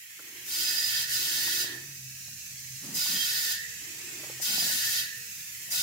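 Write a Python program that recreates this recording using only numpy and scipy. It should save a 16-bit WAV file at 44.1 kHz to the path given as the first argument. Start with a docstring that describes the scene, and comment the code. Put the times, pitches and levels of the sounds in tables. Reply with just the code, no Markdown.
"""A hand inflator fills a small tire on a garage floor, over a low rumble and a faint, wavering hum.
A leaking fitting hisses throughout; a knock and a sliding hose come before the first squeeze.
Two squeezes follow, then a pause and three more; each blows a bright jet through the valve, rings the air
cavities and sounds a fluttering whistle, and the hose tone and the tire's faint ring trail behind.
The hose shudders around the third and fourth squeezes; later the handle scrapes and knocks in a cluster."""
import sys
import numpy as np
from scipy import signal
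from scipy.fft import rfft, irfft
from scipy.io import wavfile
from scipy.ndimage import uniform_filter1d, map_coordinates

SR = 44100
rng = np.random.default_rng(int(sys.argv[2]) if len(sys.argv) > 2 else 0)


def unload_wav(signal):
    """Save mono or channel-first audio to the path in sys.argv[1] as 16-bit WAV at rate SR, clipped to [-1, 1]."""
    wavfile.write(
        sys.argv[1],
        SR,
        np.round(np.clip(np.atleast_2d(signal).T, -1, 1) * 32767).astype(np.int16),
    )


N = 256740
TIME = np.arange(N) / SR
FREQS = np.maximum(np.arange(N // 2 + 1) * SR / N, 1)

# squeezes of the lever: press t/s, release t/s, opening time/s, jet level/dB, cavity level/dB,
# whistle level/dB, left-right balance of the jet/dB
SQUEEZES = [(0.431, 1.025, .12, -36, -36, -34.5, -0.9), (1.062, 1.627, 0.062, -35.5, -35.5, -36, -1),
            (2.93, 3.524, 0.026, -35.5, -35.5, -34.5, -1), (4.406, 4.998, 0.018, -34.5, -35, -36, 1.6),
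            (5.697, 5.9, 0.022, -34.5, -35, -35, 1.5)]
# how the cavities start and stop ringing
CAVITY_BUILD_S, CAVITY_FADE_S = 0.03, 0.07


def from_db(db):
    """Turn decibels into a gain."""
    return 10 ** (np.asarray(db) / 20)


def rms_one(x):
    """Scale a signal to an rms (average strength) of one."""
    return x / np.sqrt(np.mean(x ** 2) + 1e-20)


def in_time(rows):
    """Draw each column of a table as a curve with a value at every sample."""
    s, *columns = np.transpose(rows)
    return [np.interp(TIME, s, c) for c in columns]


def at_hz(points):
    """Draw a spectrum table as a curve over all frequencies."""
    hz, value = np.transpose(points)
    return np.interp(np.log(FREQS), np.log(hz), value)


def gate(start, end, rise_s, fall_s):
    """Stay at one between start and end, dying away on both sides."""
    before = np.minimum(TIME - start, 0) / rise_s
    after = np.maximum(TIME - end, 0) / fall_s
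    return np.exp(np.maximum(before - after, -40))


def strokes(rows, rise_s, fall_s):
    """Add up the loudness curves of a table of strokes."""
    return sum(from_db(db) * gate(start, end, rise_s, fall_s) for start, end, db in rows)


def flutter(rate, depth_db):
    """A random gain that wanders at about the given rate in Hz, keeping the mean power."""
    slow = rms_one(irfft(rfft(rng.standard_normal(N)) / (1 + (FREQS / rate) ** 2), N))
    return rms_one(from_db(depth_db * slow))


def panned(balance_db):
    """Left and right gains whose total power stays constant."""
    gains = from_db(np.array([[.5], [-.5]]) * balance_db)
    return gains / np.sqrt(np.mean(gains ** 2, axis=0))


def pair(mid, side, likeness):
    """Mix two noises into left and right with a given likeness (correlation)."""
    likeness = np.clip(likeness, -.99, .99)
    shared = np.sqrt((1 + likeness) / 2) * mid
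    opposed = np.sqrt((1 - likeness) / 2) * side
    return shared + opposed * np.array([[1], [-1]])


def turbulence(spectrum, balance=None):
    """Stereo noise of a given colour; the mean of left and right has unit rms."""
    # likeness of the two microphones: f/Hz, correlation
    ear_likeness = [(100, 0.87), (400, 0.73), (700, 0.65), (1100, 0.2), (2000, 0), (16000, 0)]
    # sound from the middle: f/Hz, left-right balance/dB
    centred = [(20, 0), (20000, 0)]
    if balance is None:
        balance = centred
    white = pair(*rfft(rng.standard_normal((2, N))), at_hz(ear_likeness))
    noise = irfft(white * from_db(at_hz(spectrum)) * panned(at_hz(balance)), N)
    return noise / np.std(noise.mean(axis=0))


def resonance(x, hz, width_hz):
    """Ring at one pitch: a two-pole filter with a gain of one at its peak."""
    r = np.exp(-np.pi * width_hz / SR)
    feed = np.array([1, 0, -1]) * (1 - r * r) / 2
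    ring = [1, -2 * r * np.cos(2 * np.pi * hz / SR), r * r]
    return signal.lfilter(feed, ring, x)


def blown(modes):
    """Turbulence keeps each air resonance ringing."""
    out = np.zeros((2, N))
    for hz, width_hz, level_db, balance_db, likeness in modes:
        once = resonance(rng.standard_normal((2, N)), hz, width_hz)
        ringing = resonance(once, hz, width_hz)  # a second pass makes it narrower
        ringing = panned(balance_db) * pair(*ringing, likeness)
        out += from_db(level_db) * ringing / np.std(ringing.mean(axis=0))
    return out


def whistling(modes):
    """A whistle feeds back on itself; here its strength is evened by dividing by its recent power."""
    tone = blown(modes)
    return tone / np.sqrt(uniform_filter1d(tone.mean(axis=0) ** 2, size=500) + 0.78)


def moving_band(centre_hz, width_hz):
    """A band of stereo noise whose centre glides."""
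    slow = irfft(rfft(rng.standard_normal((2, 2, N))) / (1 + (2 * FREQS / width_hz) ** 2), N)
    phase = 2 * np.pi * np.cumsum(centre_hz) / SR
    return rms_one(slow[0] * np.cos(phase) + slow[1] * np.sin(phase))


def reflected(x, sway_db):
    """Delayed copies from close surfaces carve notches in the hiss, which drift as the hand moves."""
    # reflections from tire, hand and floor: delay/s, level/dB
    echoes = [(.0009, -10.5), (.0017, -19), (.0031, -10), (.0052, -10)]
    out = x.copy()
    for delay_s, level_db in echoes:
        lag = delay_s * SR * flutter(rate=0.39, depth_db=sway_db)
        places = [np.arange(N) - lag]
        delayed = [map_coordinates(side, places, order=3, mode="mirror") for side in x]
        out += from_db(level_db) * np.array(delayed)
    return out * np.std(x) / np.std(out)


def airflow(squeeze, fade_s, build_s=0.00075, lag_s=0):
    """The response to one squeeze: it follows the opening valve, builds up, holds and fades on release."""
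    press, release, opening_s = squeeze[:3]
    t = TIME - lag_s
    opened = np.clip((t - press) / opening_s, 0, 1)
    keep = np.exp(-1 / (build_s * SR))
    built = signal.lfilter([1 - keep], [1, -keep], opened)
    return built * np.exp(-np.clip((t - release) / fade_s, 0, 40))


def room_rumble():
    """Low noise in the room, slowly changing in level."""
    # loudness curve: t/s, level/dB
    rumble_level = [(0, -84), (0.55, -65), (1.3, -62.5), (2.4, -60.5), (5.8, -63.5)]
    # colour of the noise: f/Hz, relative level/dB
    rumble_colour = [(20, -34), (40, -27), (60, 1), (100, 5.5), (170, 4.5), (250, -4.5), (400, -24),
                     (800, -20), (2000, -38)]
    level_db, = in_time(rumble_level)
    return from_db(level_db) * turbulence(rumble_colour)


def room_hum():
    """Something hums faintly: one sine tone that wavers in pitch and strength."""
    # loudness curve: t/s, level/dB
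    hum_level = [(0.2, -79), (0.85, -64), (1.3, -60), (2.15, -54), (2.45, -62), (2.75, -54.5),
                 (3.55, -72.5), (3.9, -64), (5.0, -58.5), (5.3, -73), (5.8, -62)]
    level_db, = in_time(hum_level)
    pitch_hz = 131.5 * flutter(rate=6.5, depth_db=0.26)
    tone = np.sqrt(2) * np.sin(2 * np.pi * np.cumsum(pitch_hz) / SR)
    return from_db(level_db) * tone * flutter(rate=5.1, depth_db=3.5)


def leak():
    """A fitting hisses all the time, sputtering slightly; it weakens as the open valve drains the pressure."""
    # strength of the leak: t/s, hiss level/dB, fine spray level/dB, low rush level/dB,
    # centre f/Hz of the gliding band in the hiss
    leak_course = [(0.0, -54.5, -51.1, -54, 7200), (0.4, -52, -50.1, -49, 6370),
                   (2.05, -48.7, -49, -54, 6140), (2.7, -46.5, -49, -52.5, 6480),
                   (4.1, -46, -49, -47.5, 7305), (5.25, -47, -46, -50, 6360), (5.7, -46.5, -44, -49, 7340)]
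    # colours of the hiss, spray and rush: f/Hz, relative level/dB
    hiss_colour = [(1500, -34), (3000, -18), (4000, -5.5), (5000, -2.5), (6000, 0), (6700, -1),
                   (7700, -1.5), (8500, -7.5), (11000, -11)]
    spray_colour = [(6000, -54), (8500, -7.5), (10000, -6), (12000, -0.5), (14000, -3), (16000, -1.5)]
    rush_colour = [(300, -21.5), (800, -27), (1200, -23), (1500, -10.5), (1800, 0), (2200, -4), (2450, -2),
                   (2620, 1.5), (2850, -4.5), (3100, -5.5), (4500, -17)]
    # side the leak is heard on: f/Hz, left-right balance/dB
    leak_balance = [(60, -6), (99, 8), (160, 0.0), (270, 0.5), (450, 9), (740, 0.5), (1220, 1), (2010, -8),
                    (3330, 2), (5500, -5), (9080, 1), (15000, -2.0)]
    drop_db, drain_s, refill_s = -7, 0.095, 0.013
    hiss_db, spray_db, rush_db, centre_hz = in_time(leak_course)
    steady_hiss = from_db(0.83) * turbulence(hiss_colour, leak_balance)
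    gliding_hiss = from_db(-3.5) * panned(-7) * moving_band(centre_hz, width_hz=1200)
    hiss = from_db(hiss_db) * (steady_hiss + gliding_hiss)
    spray = from_db(spray_db) * turbulence(spray_colour, leak_balance)
    rush = from_db(rush_db) * turbulence(rush_colour, leak_balance)
    drained = np.max([airflow(squeeze, refill_s, drain_s) for squeeze in SQUEEZES], axis=0)
    escaping = reflected(hiss + spray + rush, sway_db=1.0)
    return from_db(drop_db * drained) * escaping * flutter(rate=22, depth_db=0.5)


def hose_slides():
    """Rubber slides with a soft rub that swells toward the end of each move."""
    # moves of the hose: start t/s, end t/s, final level/dB
    moves = [(0.198, 0.39, -55.5), (0.478, 0.76, -54), (1.12, 1.75, -46.5), (3.822, 4.295, -48.5),
             (5.6, 5.82, -61.5)]
    # colour of the rub: f/Hz, relative level/dB
    rub_colour = [(100, -43), (230, -10.5), (340, 3.5), (430, -7.5), (560, -16.5), (800, -14.5),
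                  (1100, -13.5), (2000, -15)]
    swell_db_per_s = 14.5
    sliding = 0
    for start, end, final_db in moves:
        level_db = final_db + swell_db_per_s * np.minimum(TIME - end, 0)
        sliding = sliding + from_db(level_db) * gate(start, end, rise_s=0.013, fall_s=0.093)
    return sliding * turbulence(rub_colour)


def hose_drags():
    """The dragged hose gives a low shudder, made from short bursts of low noise."""
    # drags: start t/s, end t/s, level/dB
    drags = [(2.845, 2.969, -44.5), (3.115, 3.172, -42.5), (4.492, 4.646, -48), (4.67, 4.768, -54.5)]
    # colour of the shudder: f/Hz, relative level/dB
    shudder_colour = [(60, -79), (120, -11), (170, 6), (250, 3), (340, -4.5), (450, -12.5), (800, -15.5),
                      (1500, -15)]
    return strokes(drags, rise_s=0.018, fall_s=0.029) * turbulence(shudder_colour)


def handle_scrapes():
    """The handle scrapes: noise made gritty by a fast, uneven flutter."""
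    # scrapes: start t/s, end t/s, level/dB
    scrapes = [(3.95, 4.2, -73), (4.2, 4.33, -58), (4.48, 4.72, -52.5), (5.72, 5.82, -59)]
    # colour of the grit: f/Hz, relative level/dB
    grit_colour = [(250, -6), (450, -10.5), (650, -1.5), (820, -2), (1100, -21), (1600, -13.5)]
    grit = turbulence(grit_colour) * flutter(rate=52, depth_db=4)
    return strokes(scrapes, rise_s=0.0081, fall_s=0.025) * grit


def handle_knocks(width_hz=190, decay_s=0.0085, rattle_db=-19):
    """Each knock is a tap and a short rattle in one damped resonance."""
    # light knocks of the handle: t/s, peak level/dB, pitch f/Hz
    taps = [(0.193, -42, 1390), (0.195, -47.5, 400), (0.548, -51, 1100), (1.476, -40, 1000),
            (1.642, -39, 401), (2.282, -53, 673), (3.059, -39, 1110), (4.234, -37.5, 680),
            (4.298, -40, 436), (4.4, -40, 586), (4.532, -43, 1070), (4.579, -36.5, 640), (4.623, -38, 695),
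            (4.665, -37.5, 577), (4.697, -39, 624), (5.691, -53, 694)]
    out = np.zeros(N)
    for s, peak_db, hz in taps:
        fading = gate(s, s, rise_s=0.00024, fall_s=decay_s)
        force = from_db(rattle_db) * rng.standard_normal(N) * fading
        force[round(s * SR)] += 1  # the tap itself
        knock = resonance(force, hz, width_hz)
        out += from_db(peak_db) * knock / np.abs(knock).max()
    return out


def tire():
    """The air in the tire rings faintly, well after the valve opens."""
    # ring of the tire: f/Hz, width of each filter pass/Hz, relative level/dB,
    # left-right balance/dB, left-right likeness
    tire_modes = [(463, 9.3, 2.5, -1, 0.74)]
    lag_s, build_s, fade_s = 0.2, 0.16, 0.093
    flow = sum(airflow(squeeze, fade_s, build_s, lag_s) for squeeze in SQUEEZES)
    return from_db(-72.5) * flow * blown(tire_modes)


def hose():
    """Air moving along the hose sings in a cluster of close resonances; most of it trails the valve."""
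    # resonances of the hose: f/Hz, width of each filter pass/Hz, relative level/dB,
    # left-right balance/dB, left-right likeness
    hose_modes = [(1679, 19, -9.6, -0.7, 0.2), (1765, 16, -9.5, -6.5, 0.1), (1797, 20, -4.5, -2.5, 0.5),
                  (1818, 60, -9, -2.5, 0.3), (1886, 22, -7.9, -7.2, -0.4), (1964, 50, -10.2, -7.8, -0.5)]
    lag_s, build_s, fade_s = 0.13, 0.06, 0.085
    late = sum(airflow(squeeze, fade_s, build_s, lag_s) for squeeze in SQUEEZES)
    prompt = sum(airflow(squeeze, CAVITY_FADE_S, CAVITY_BUILD_S) for squeeze in SQUEEZES)
    flow = from_db(-45) * late + from_db(-57) * prompt  # a small share starts without the lag
    return flow * blown(hose_modes)


def low_whistle():
    """A lower whistle catches briefly during the third squeeze."""
    # when it catches: start t/s, end t/s, level/dB
    catches = [(3.165, 3.235, -35.5)]
    # its resonance: f/Hz, width of each filter pass/Hz, relative level/dB,
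    # left-right balance/dB, left-right likeness
    low_modes = [(3208, 14, 0, -11, -.2)]
    return strokes(catches, rise_s=.012, fall_s=0.021) * whistling(low_modes)


def valve_whistle():
    """A fluttering whistle that needs nearly full airflow and flares up at moments."""
    # resonance of the whistle: f/Hz, width of each filter pass/Hz, relative level/dB,
    # left-right balance/dB, left-right likeness
    whistle_modes = [(4924, 56, 0, -6, .7)]
    # moments when it catches more strongly: start t/s, end t/s, added level/dB
    flares = [(.68, .705, -32), (.775, .808, -31), (.838, .856, -30), (.893, .91, -38), (.948, .968, -33),
              (3.01, 3.03, -38.5), (4.59, 4.61, -30)]
    steepness = 1.9  # the whistle grows as this power of the flow
    gain = 0
    for squeeze in SQUEEZES:
        whistle_db = squeeze[5]
        gain = gain + from_db(whistle_db) * airflow(squeeze, CAVITY_FADE_S) ** steepness
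    gain = gain * flutter(rate=26, depth_db=1.5) + strokes(flares, rise_s=0.0065, fall_s=.008)
    return gain * whistling(whistle_modes)


def valve_cavities():
    """Air rushing through the valve keeps many small air cavities ringing."""
    # cavity resonances: f/Hz, width of each filter pass/Hz, relative level/dB,
    # left-right balance/dB, left-right likeness
    cavity_modes = [(1434, 80, -19.7, -5.8, 0.4), (1490, 36, -19.2, -3.4, 0.8),
                    (2229, 134, -19.2, -4.0, 0.2), (2572, 90, -14.2, -3.9, 0.0),
                    (2658, 140, -17.0, -2.6, 0.2), (2840, 31, -20.0, -3.3, 0.3),
                    (2908, 57, -15.3, -6.8, 0.3), (2977, 58, -18.8, -4.7, -0.2),
                    (3218, 62, -10.8, -6.4, -0.3), (3528, 94, -13.8, -1.2, 0.3),
                    (3592, 47, -12.8, -1.5, 0.7), (3676, 34, -16.4, -3.1, -0.1),
                    (3853, 75, -10.9, -3.6, 0.3), (3973, 71, -18.1, -1.2, -0.1),
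                    (4085, 56, -10.5, -6.9, 0.2), (4192, 101, -16.3, -2.9, 0.4),
                    (4346, 95, -10.4, -0.7, 0.4), (4519, 59, -12.7, -4.9, 0.3),
                    (4618, 140, -13.3, -0.6, 0.3), (4699, 140, -10.5, -0.6, 0.5),
                    (5018, 124, -12.2, -5.5, 0.2), (5221, 57, -12.8, 1.9, 0.5),
                    (5692, 49, -21.8, -3.8, -0.2), (5882, 87, -13.9, -1.5, 0.2),
                    (6162, 140, -15.1, -1.0, 0.2), (6609, 42, -14.3, -1.9, 0.2)]
    gain = 0
    for squeeze in SQUEEZES:
        cavity_db = squeeze[4]
        gain = gain + from_db(cavity_db) * airflow(squeeze, CAVITY_FADE_S, CAVITY_BUILD_S)
    return gain * blown(cavity_modes) * flutter(rate=8.8, depth_db=.6)


def valve_jet():
    """The open valve lets out a bright jet: coloured noise with close echoes and high nozzle resonances."""
    # colour of the jet: f/Hz, relative level/dB
    jet_colour = [(300, -18), (600, -20.5), (900, -17.5), (1250, -19), (2000, -4.5), (3100, -30),
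                  (4000, -46), (5000, 0), (6000, 0.5), (7300, 1.5), (8000, -3), (10500, -2.5),
                  (13000, -1.5), (15500, -4)]
    # side the jet is heard on: f/Hz, left-right balance/dB
    jet_balance = [(700, 1.5), (2000, -4), (5000, -1), (6500, 0.5), (7500, 2), (8500, 4), (10500, 11),
                   (11500, -11), (13000, 3.5), (16000, -5)]
    # resonances of the nozzle: f/Hz, width of each filter pass/Hz, relative level/dB,
    # left-right balance/dB, left-right likeness
    nozzle_modes = [(11900, 110, -31, 8, .3), (11400, 110, -15, 9, .3), (11940, 380, -18, 17, .2),
                    (13880, 200, -14, -1, -.2), (15070, 120, -20, -2, .3), (15520, 250, -11.5, -10, 0)]
    shut_s = 0.041  # the flow dies away as the valve closes
    gain = 0
    for squeeze in SQUEEZES:
        jet_db, balance_db = squeeze[3], squeeze[6]
        gain = gain + from_db(jet_db) * panned(balance_db) * airflow(squeeze, shut_s)
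    rush = from_db(2.5) * reflected(turbulence(jet_colour, jet_balance), sway_db=1.5)
    return gain * (rush + blown(nozzle_modes)) * flutter(rate=11, depth_db=.5)


def scene():
    """Add up all sources at the two microphones."""
    room = room_rumble() + room_hum()
    handling = hose_slides() + hose_drags() + handle_scrapes() + handle_knocks()
    trailing = tire() + hose()
    valve = low_whistle() + valve_whistle() + valve_cavities() + valve_jet()
    return room + leak() + handling + trailing + valve


def record(dry):
    """The microphones lose the deep bass; the top is cut steeply."""
    cutoff_hz = 15770
    thin = signal.sosfilt(signal.butter(4, 50, "high", fs=SR, output="sos"), dry)
    return irfft(rfft(thin) / np.sqrt(1 + (FREQS / cutoff_hz) ** 400), N)


dry = scene()
out = record(dry)
unload_wav(out)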